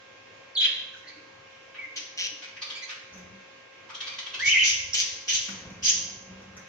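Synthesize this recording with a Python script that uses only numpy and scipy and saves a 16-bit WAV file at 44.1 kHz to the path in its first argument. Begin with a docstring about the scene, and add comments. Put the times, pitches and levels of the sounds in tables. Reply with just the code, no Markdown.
"""Budgerigars call in a small, hard-walled aviary, over a faint machine hum and a wash of distant noise.
First a bird warbles and rasps: its voice organ, the syrinx, sings for a whistle and slaps shut for a rasp.
Soft chirps and rasps follow, then two runs of clucks with a brief flutter of wings between them.
From about 4.4 s come a longer warble, harsh rasps and a burst of high chirps, while birds flutter
across the cage to the end, with puffs of air and a few scuffs of feathers and claws."""
import sys
import numpy as np
from scipy import signal
from scipy.fft import rfft, irfft, next_fast_len
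from scipy.io import wavfile
from scipy.ndimage import uniform_filter1d

SR = 44100
rng = np.random.default_rng(int(sys.argv[2]) if len(sys.argv) > 2 else 0)


def to_wav(sig):
    """Store sig (one row per channel, or 1-D mono) as 16-bit WAV at the path in sys.argv[1].

    Samples outside -1..1 are clipped; the rate is SR.
    """
    pcm = np.clip(np.atleast_2d(sig), -1, 1) * 32767
    pcm = np.round(pcm).astype(np.int16)
    wavfile.write(sys.argv[1], SR, pcm.T)  # frames by channels


N = 294588

# tone of the birds' calls at the microphone, dull above 7 kHz: f/Hz, level/dB
CALL_TONE = [(500, -48), (1200, -26.5), (2200, -6.5), (3150, -3.5), (4150, -5), (5400, -6.5), (6150, -1.5),
             (6900, -11), (7800, -29), (9400, -37.5), (11800, -39), (15000, -37)]
# bursts of wing beats: t/s, length/s, air puffs/dB, feather whirr/dB
WING_BURSTS = [(3.10, .33, -65, -55.5), (4.379, 0.43, -51.5, -70), (4.651, 0.64, -52.5, -72),
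               (5.295, 0.21, -56, -70), (5.448, 0.24, -65, -52), (5.611, .36, -53, -50.5),
               (5.909, 0.42, -54.5, -54), (6.269, 0.33, -57.5, -54), (6.503, 0.17, -64, -56)]


def whistle(hz, level_db, rough, overtones_db, even_db=-7):
    """The syrinx sings an almost pure, quavering tone; when pressed it buzzes and hisses."""
    size = len(hz)
    quaver = 0.028 * (0.48 + 2.02 * rough) * wander(size, 300)
    phase = phase_of(hz * (1 + quaver))
    buzz = 1 + 0.25 * rough * np.sin(phase_of(850 * (1 + 0.312 * wander(size, 332))))
    # the windpipe favours odd multiples of the pitch; even_db turns the even ones down or up
    overtones = sum(gain_of(read(CALL_TONE, k * hz) + even_db * (k % 2 == 0)) * np.cos(k * phase)
                    for k in range(2, 5))
    tone = np.sqrt(2) * np.cos(phase) + 1.21 * gain_of(overtones_db) * overtones
    hiss = rough * gain_of(-11) * coloured(rng.standard_normal(size), CALL_TONE, bright_db=2)
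    flicker = steadied(gain_of(6.2 * rough * wander(size, 150)))
    note = gain_of(level_db) * (tone * buzz + hiss) * flicker * signal.windows.tukey(size, .06)
    return signal.sosfilt(signal.butter(6, 1600, "high", fs=SR, output="sos"), note)


def warbles():
    """Whistles that swell as they slide to a low note, then flip between two notes, ever rougher."""
    # t/s, length/s, level/dB, first pitch/Hz, low note/Hz, high note/Hz, slide/s,
    # curve (1 is straight, more lands softly), flip rate/Hz, roughness 0-1, overtones/dB
    calls = [(0.55, .111, -19, 4750, 3275, 4007, .023, 0.93, 26, 0.11, -3),
             (4.388, 0.249, -17.5, 1451, 2233, 3020, .082, 1.9, 11.1, .22, -12)]
    snap, sag_per_s, fade_db_per_s = 1.72, 0.703, 89
    for s, length, db, first_hz, low_hz, high_hz, slide_s, curve, flip_hz, rough, overtones_db in calls:
        t = np.arange(0, length, 1 / SR)
        slide = np.maximum(1 - t / slide_s, 0)
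        swing = -np.cos(2 * np.pi * flip_hz * np.maximum(t - slide_s, 0))
        high = .5 + .5 * np.tanh(snap * swing) / np.tanh(snap)  # lingers on each note
        base_hz = low_hz * (1 - sag_per_s * (t - slide_s))
        hz = base_hz + (first_hz - base_hz) * slide ** curve + (high_hz - base_hz) * high
        effort_db = -13 * slide - 2 * high + 3 * (t / length - .5)
        yield s, whistle(hz, db + effort_db, 2 * rough * t / length, overtones_db - fade_db_per_s * t)


def chirps():
    """Short whistles: each is one straight glide in pitch, loudest in the middle."""
    # t/s, length/s, level/dB, first pitch/Hz, last pitch/Hz, roughness 0-1, overtones/dB
    calls = [(.93, 0.033, -43, 1620, 1463, 0.36, -25), (1.035, 0.098, -48, 1780, 2320, 0.73, -26),
             (1.072, 0.027, -41.5, 4157, 4480, .75, -25), (1.785, 0.017, -32.5, 2364, 2210, 0, -36),
             (1.809, 0.05, -36.5, 2210, 2060, 0.22, -37), (2.752, 0.036, -37, 2205, 2487, 0.4, -0.5),
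             (2.821, 0.027, -38.5, 2077, 2100, 0.3, 1), (4.004, 0.058, -43, 2237, 2320, 0, -6),
             (4.067, .075, -43, 2377, 2434, 0.3, -11), (4.933, 0.0047, -17.5, 5400, 6000, 0.3, -37),
             (5.827, 0.028, -36, 3200, 2990, 0.8, 4), (5.868, 0.0385, -27.5, 3050, 3240, 0.85, -25),
             (5.843, 0.034, -22.5, 4910, 4780, 0.2, -32), (5.847, .018, -20, 6250, 6320, 0.03, -40),
             (5.878, 0.027, -15.5, 6240, 6270, 0.41, -40)]
    for s, length, level_db, first_hz, last_hz, rough, overtones_db in calls:
        progress = np.linspace(0, 1, round(length * SR))
        hz = first_hz + (last_hz - first_hz) * progress
        arch_db = -5 * (2 * progress - 1) ** 2
        yield s, whistle(hz, level_db + arch_db, rough, overtones_db, even_db=4.5)


def rasps(slaps_per_s=175, slap_s=0.00082, leak=0.034, pitch_hz=3050):
    """The syrinx slaps shut at an uneven rate; each slap is a burst of shaky tone and air."""
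    # t/s, length/s, rise/s, level/dB, treble lift/dB, tuning (multiplies pitch and tone frequencies)
    calls = [(0.598, .068, 0.048, -26.5, -27, 0.86), (1.959, .026, 0.0048, -28.5, 1, 0.98),
             (2.173, 0.11, 0.022, -31.5, -1, .95), (4.448, .052, 0.012, -22.5, 3, 1.0),
             (4.627, 0.084, 0.021, -20, 6, 1.005), (4.939, 0.023, .003, -21, 0, 1.08),
             (4.963, .058, 0.027, -21.5, 6, 1.004), (5.276, 0.041, 0.0054, -21, 2, .96),
             (5.315, 0.049, 0.035, -20, 5, 1.02), (5.824, 0.082, 0.044, -21.5, 8.5, 0.93)]
    for s, length, rise_s, level_db, bright_db, tuning in calls:
        effort_db = level_db + envelope(length, rise_s, from_db=-7, sag_db_per_s=51, release_s=0.011)
        size = len(effort_db)
        slap_count = np.cumsum(slaps_per_s * np.exp(.25 * wander(size, 150))) / SR
        slaps = leak + np.exp(-(slap_count % 1) / slaps_per_s / slap_s)
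        phase = phase_of(pitch_hz * tuning * (1 + 0.0762 * wander(size, 780)))
        breath = 0.41 * np.cos(phase) + 0.4 * np.cos(2 * phase) + 0.87 * rng.standard_normal(size)
        dull_db = .9 * (level_db + 19)  # gentle slaps lack the highest treble
        rasp_tone = [(hz * tuning, db + dull_db * (hz > SR / 4)) for hz, db in CALL_TONE]
        voice = steadied(coloured(slaps * breath, rasp_tone, bright_db))
        yield s, gain_of(effort_db) * voice * signal.windows.tukey(size, .02)


def clucks(glide=0.305, jitter=0.055, ring_db=11.5, ring_width_hz=700):
    """Brief, low, rough notes that slide upward while the throat rings at one frequency."""
    # t/s, level/dB, length/s, pitch/Hz, throat ring/Hz, treble lift/dB
    calls = [(1.74, -43, 0.026, 609, 2160, -35), (2.415, -39.5, 0.034, 761.5, 2130, 6),
             (2.552, -41.5, 0.023, 846, 1900, 3), (2.613, -30.5, 0.02, 1181, 4290, 2.5),
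             (2.692, -34.5, 0.025, 1077, 3450, 2), (2.722, -50, 0.013, 1123, 3320, 15),
             (2.88, -36.5, 0.039, 1303, 1920, 7.5), (3.886, -40, 0.023, 1072, 1200, 1),
             (3.939, -36.5, 0.02, 1044, 3130, 10), (4.004, -30, 0.013, 1100, 3500, 2),
             (4.063, -33, 0.0173, 1089, 4500, -1), (4.133, -37.5, 0.007, 1130, 3930, 1),
             (4.182, -29.5, 0.011, 1056, 3500, 3.5), (4.258, -34.5, 0.018, 1077, 3200, 0),
             (4.33, -32.5, .028, 1078, 2820, 4.5), (4.389, -35.5, 0.038, 1192, 3170, 16)]
    # tone of the clucks at the microphone, dull above 7 kHz: f/Hz, level/dB
    cluck_tone = [(100, -63), (600, -15.5), (1100, -4.5), (1700, -5), (2400, -2), (3300, -2), (4300, -5.5),
                  (5300, -9.5), (6200, -8), (7200, -24.5), (8500, -33), (11000, -45.5), (15000, -47)]
    for s, level_db, length, pitch_hz, ring_hz, bright_db in calls:
        size = round(length * SR)
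        progress = np.linspace(0, 1, size)
        phase = phase_of(pitch_hz * (1 + glide * (progress - .5) + jitter * wander(size, 430)))
        voice = evened(sum(np.cos(k * phase) for k in range(1, 12))) + rng.standard_normal(size)
        voice *= gain_of(7.4 * wander(size, 450))  # the note crackles
        ring = signal.lfilter(*signal.iirpeak(ring_hz, ring_hz / ring_width_hz, SR), voice)
        voice += (gain_of(ring_db) - 1) * ring
        swell = np.sin(np.pi * progress ** 0.94)  # opens a little faster than it closes
        yield s, gain_of(level_db) * evened(coloured(voice, cluck_tone, bright_db) * swell)


def flurry(length):
    """Strength of a burst of flapping: the first wing beats are the hardest."""
    level_db = envelope(length, rise_s=0.044, from_db=-14, sag_db_per_s=23.5, release_s=0.035)
    return gain_of(level_db) * signal.windows.tukey(len(level_db), .05)


def wings(strength, spectrum, depth_db, beats_per_s=21):
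    """Stirred air that swells with every wing beat."""
    size = len(strength)
    beat = np.sin(phase_of(beats_per_s * (1 + 0.12 * wander(size, 11))))
    air = coloured(rng.standard_normal(size), spectrum)
    return strength * evened(air * gain_of(depth_db * beat))


def air_puffs():
    """Wing beats push low puffs of air at both microphones, nearly alike."""
    # the deep sound of pushed air: f/Hz, level/dB
    air = [(20, -34), (50, -19.5), (90, -4), (140, -19), (250, -28.5), (1000, -44), (4000, -92)]
    shared, apart = np.zeros((2, N))
    for track in (shared, apart):
        track += played((s, wings(gain_of(air_db) * flurry(length), air, depth_db=5.5))
                        for s, length, air_db, _ in WING_BURSTS)
    return shared + gain_of(-17.5) * np.array([apart, -apart])


def whirrs(note_hz=186, waver=.045):
    """Fluttering feathers make a rush of air around a soft, unsteady low note."""
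    # air rushing past feathers: f/Hz, level/dB
    air = [(40, -33), (110, -3), (160, -16), (230, -14), (480, -17.5), (900, -22.5), (2500, -30.5),
           (6000, -37), (8500, -66)]
    for s, length, _, level_db in WING_BURSTS:
        strength = gain_of(level_db) * flurry(length)
        size = len(strength)
        rush = wings(strength, air, depth_db=2.5)
        note = np.sin(phase_of(note_hz * (1 + waver * wander(size, 29))))
        yield s, rush + strength * gain_of(3.4 * wander(size, 21)) * note


def scuffs():
    """Short, grainy brushes of feathers or claws."""
    # t/s, level/dB, length/s
    brushes = [(0.961, -60, 0.023), (3.117, -55.5, 0.075), (5.475, -42.5, 0.028), (5.68, -62.5, 0.072),
               (6.41, -60, 0.027), (6.565, -46.5, 0.015)]
    # the tone of the brushing: f/Hz, level/dB
    feathers = [(200, 5.5), (1000, 5.5), (2500, 7.5), (4200, -12), (6200, 12.5), (7500, -10), (9000, -22),
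                (15000, -19)]
    for s, level_db, length in brushes:
        size = round(length * SR)
        grains = rng.standard_normal(size) * gain_of(16 * wander(size, 403))
        yield s, gain_of(level_db) * coloured(grains * signal.windows.tukey(size, .5), feathers)


def aviary(x, direct_db, room_db, lag_s=.00009):
    """Direct sound, lag_s later at the right microphone, plus dense echoes from the close walls."""
    # how long echoes take to fade by 60 dB: f/Hz, time/s
    ring_times = [(200, 0.28), (1500, 0.89), (3300, 0.69), (6200, 0.67), (11000, 0.37)]
    slots = np.arange(130, SR - 20, 20)  # one echo falls at random in every 20 samples
    arrivals = slots + rng.integers(0, 20, (2, len(slots)))
    bounces = np.zeros((2, SR))
    np.put_along_axis(bounces, arrivals, rng.choice([-1., 1.], arrivals.shape), 1)
    hz, t, bands = signal.stft(paired(*bounces), SR, nperseg=256)
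    fade = gain_of(-60 * t / read(ring_times, hz)[:, None])
    early_boost = 1 + 1.77 * np.exp(-t / 0.0099)
    tail = signal.istft(bands * fade * early_boost, SR, nperseg=256)[1]
    echoes = signal.fftconvolve(x[None], tail / np.linalg.norm(tail[0]), axes=1)[:, :N]
    direct = np.array([x, np.roll(x, round(lag_s * SR))])
    return gain_of(direct_db) * direct + gain_of(room_db) * echoes


def machine_hum(waver=0.00099):
    """A machine hums a few faint tones whose pitches waver together."""
    # f/Hz, left level/dB, right level/dB
    tones = [(535.4, -56, -99.5), (1073, -70, -61), (1607, -67, -58.5), (1835, -65, -89.5),
             (2160, -98, -60), (2686, -99.5, -64.5)]
    clock = np.cumsum(1 + waver * wander(N, 6)) / SR
    hum = np.zeros((2, N))
    for hz, left_db, right_db in tones:
        tone = np.sqrt(2) * np.sin(2 * np.pi * hz * clock)
        hum += gain_of([[left_db], [right_db]]) * gain_of(.5 * wander(N, 15)) * tone
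    return hum


def distant_noise(level_db=-52.5, drift_db=1.35):
    """A wash of far-off noise whose level drifts a little, each frequency band on its own."""
    # the tone of the wash: f/Hz, level/dB
    spectrum = [(30, -19), (65, -13), (108, 2.5), (150, -6), (350, -2), (480, 2.5), (660, -2.5),
                (1100, -2.5), (1750, -4.5), (2350, 2), (4200, -10), (6200, -11.5), (7300, -20), (8400, -47),
                (15000, -44.5)]
    wash = paired(*(coloured(rng.standard_normal(N), spectrum) for ear in range(2)))
    bands = signal.stft(wash, nperseg=1024)[2]
    drift = uniform_filter1d(rng.standard_normal(bands.shape[1:]), size=6, axis=0)  # smooth in frequency
    drift = evened(uniform_filter1d(drift, size=11, axis=1))  # and in time
    wash = signal.istft(bands * gain_of(drift_db * drift), nperseg=1024)[1][:, :N]
    return gain_of(level_db + .5 * wander(N, 4.3)) * evened(wash)


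def low_swells(centre_hz=300, spread_hz=19):
    """A narrow band of low noise wells up softly and sinks back."""
    # t/s, length/s, level/dB
    swells = [(1.0, 0.41, -62.5), (1.777, 0.37, -64.5), (2.281, 0.185, -61)]
    for s, length, level_db in swells:
        t = np.arange(0, length, 1 / SR)
        band = wander(len(t), spread_hz) * np.sqrt(2) * np.sin(2 * np.pi * centre_hz * t)
        yield s, gain_of(level_db) * band * np.sin(np.pi * t / length)


def paired(a, b):
    """Turns two unrelated signals into sound from all around, alike in the bass at both microphones."""
    # f/Hz, left-right likeness 0-1
    likeness = [(50, 1), (150, 0.86), (300, 0.78), (600, 0.18), (2000, 0), (8000, 0)]
    same = read(likeness, np.fft.rfftfreq(len(a), 1 / SR))
    right = irfft(same * rfft(a) + np.sqrt(1 - same ** 2) * rfft(b), len(a))
    return np.array([a, right])


def envelope(length, rise_s, from_db, sag_db_per_s, release_s, end_db=-18):
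    """Level in dB of one effort: it rises to 0, sags as it is held, and is let go."""
    t = np.arange(0, length, 1 / SR)
    rise = np.maximum(1 - t / rise_s, 0)
    fall = np.maximum(1 - (length - t) / release_s, 0)
    return from_db * rise - sag_db_per_s * np.maximum(t - rise_s, 0) + end_db * fall


def coloured(x, spectrum, bright_db=0, treble_hz=4300):
    """Shapes the tone of x by a table and lifts its treble by bright_db, at an average level of 1."""
    n = next_fast_len(len(x) + 1024)
    hz = np.fft.rfftfreq(n, 1 / SR)
    shaped = rfft(x, n) * gain_of(read(spectrum, hz))
    below = 1 / (1 + (hz / treble_hz) ** 8)
    lift = below + gain_of(bright_db) * (1 - below)
    return evened(irfft(shaped * lift, n)[:len(x)])


def wander(size, hz):
    """A smooth random wobble, about 1 in size, that changes up to hz times a second."""
    n = next_fast_len(size + SR // 4)
    f = np.fft.rfftfreq(n, 1 / SR)
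    return evened(irfft(rfft(rng.standard_normal(n)) / (1 + (f / hz) ** 4), n))[:size]


def phase_of(hz):
    """The running angle of a wave whose pitch changes."""
    return 2 * np.pi * np.cumsum(hz) / SR


def gain_of(db):
    """Turns decibels into a multiplier."""
    return 10 ** (np.asarray(db) / 20)


def evened(x):
    """Scales x to an average (rms) level of 1."""
    return x / np.sqrt(np.mean(x ** 2) + 1e-20)


def steadied(x, size=700):
    """Holds the level near 1 from moment to moment, keeping the fast grain."""
    return x / np.sqrt(np.abs(uniform_filter1d(x ** 2, size)) + 1e-12)


def read(points, hz):
    """Reads between the rows of a frequency table, with octaves evenly spaced."""
    f, value = np.transpose(points)
    return np.interp(np.log(hz + 1), np.log(np.sort(f) + 1), value)


def played(sounds):
    """Lays (start time, sound) pairs on one track."""
    track = np.zeros(N)
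    for s, sound in sounds:
        part = track[round(s * SR):][:len(sound)]
        part += sound[:len(part)]
    return track


def scene():
    """Voices and wings in the aviary, over the background."""
    # how directly the rasps reach the microphones as the birds turn and move: t/s, level/dB
    facing = [(1.97, -8), (2.2, 2.5), (4.68, -12.5), (4.97, -3), (5.33, -16), (5.88, -14)]
    facing_db = np.interp(np.arange(N) / SR, *np.transpose(facing))
    notes = played(warbles()) + played(chirps())
    mix = aviary(notes, direct_db=-5.5, room_db=-3, lag_s=-.00005) * gain_of([[-1.2], [1.2]])
    mix += aviary(played(rasps()), facing_db, room_db=-0.02, lag_s=.00015) * gain_of([[.3], [-.3]])
    mix += aviary(played(clucks()), direct_db=-10, room_db=-0.14, lag_s=.00005)
    mix += aviary(played(whirrs()), direct_db=-0.5, room_db=-1) + air_puffs()
    mix += aviary(played(scuffs()), direct_db=-6, room_db=3.5)
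    return mix + machine_hum() + distant_noise() + played(low_swells())


def record(dry, edge_hz=15600):
    """The recorder cuts off the very highest treble."""
    low_pass = signal.firwin(511, edge_hz, window=("kaiser", 9), fs=SR)
    return signal.oaconvolve(dry, low_pass[None], "same")


dry = scene()
out = record(dry)
to_wav(out)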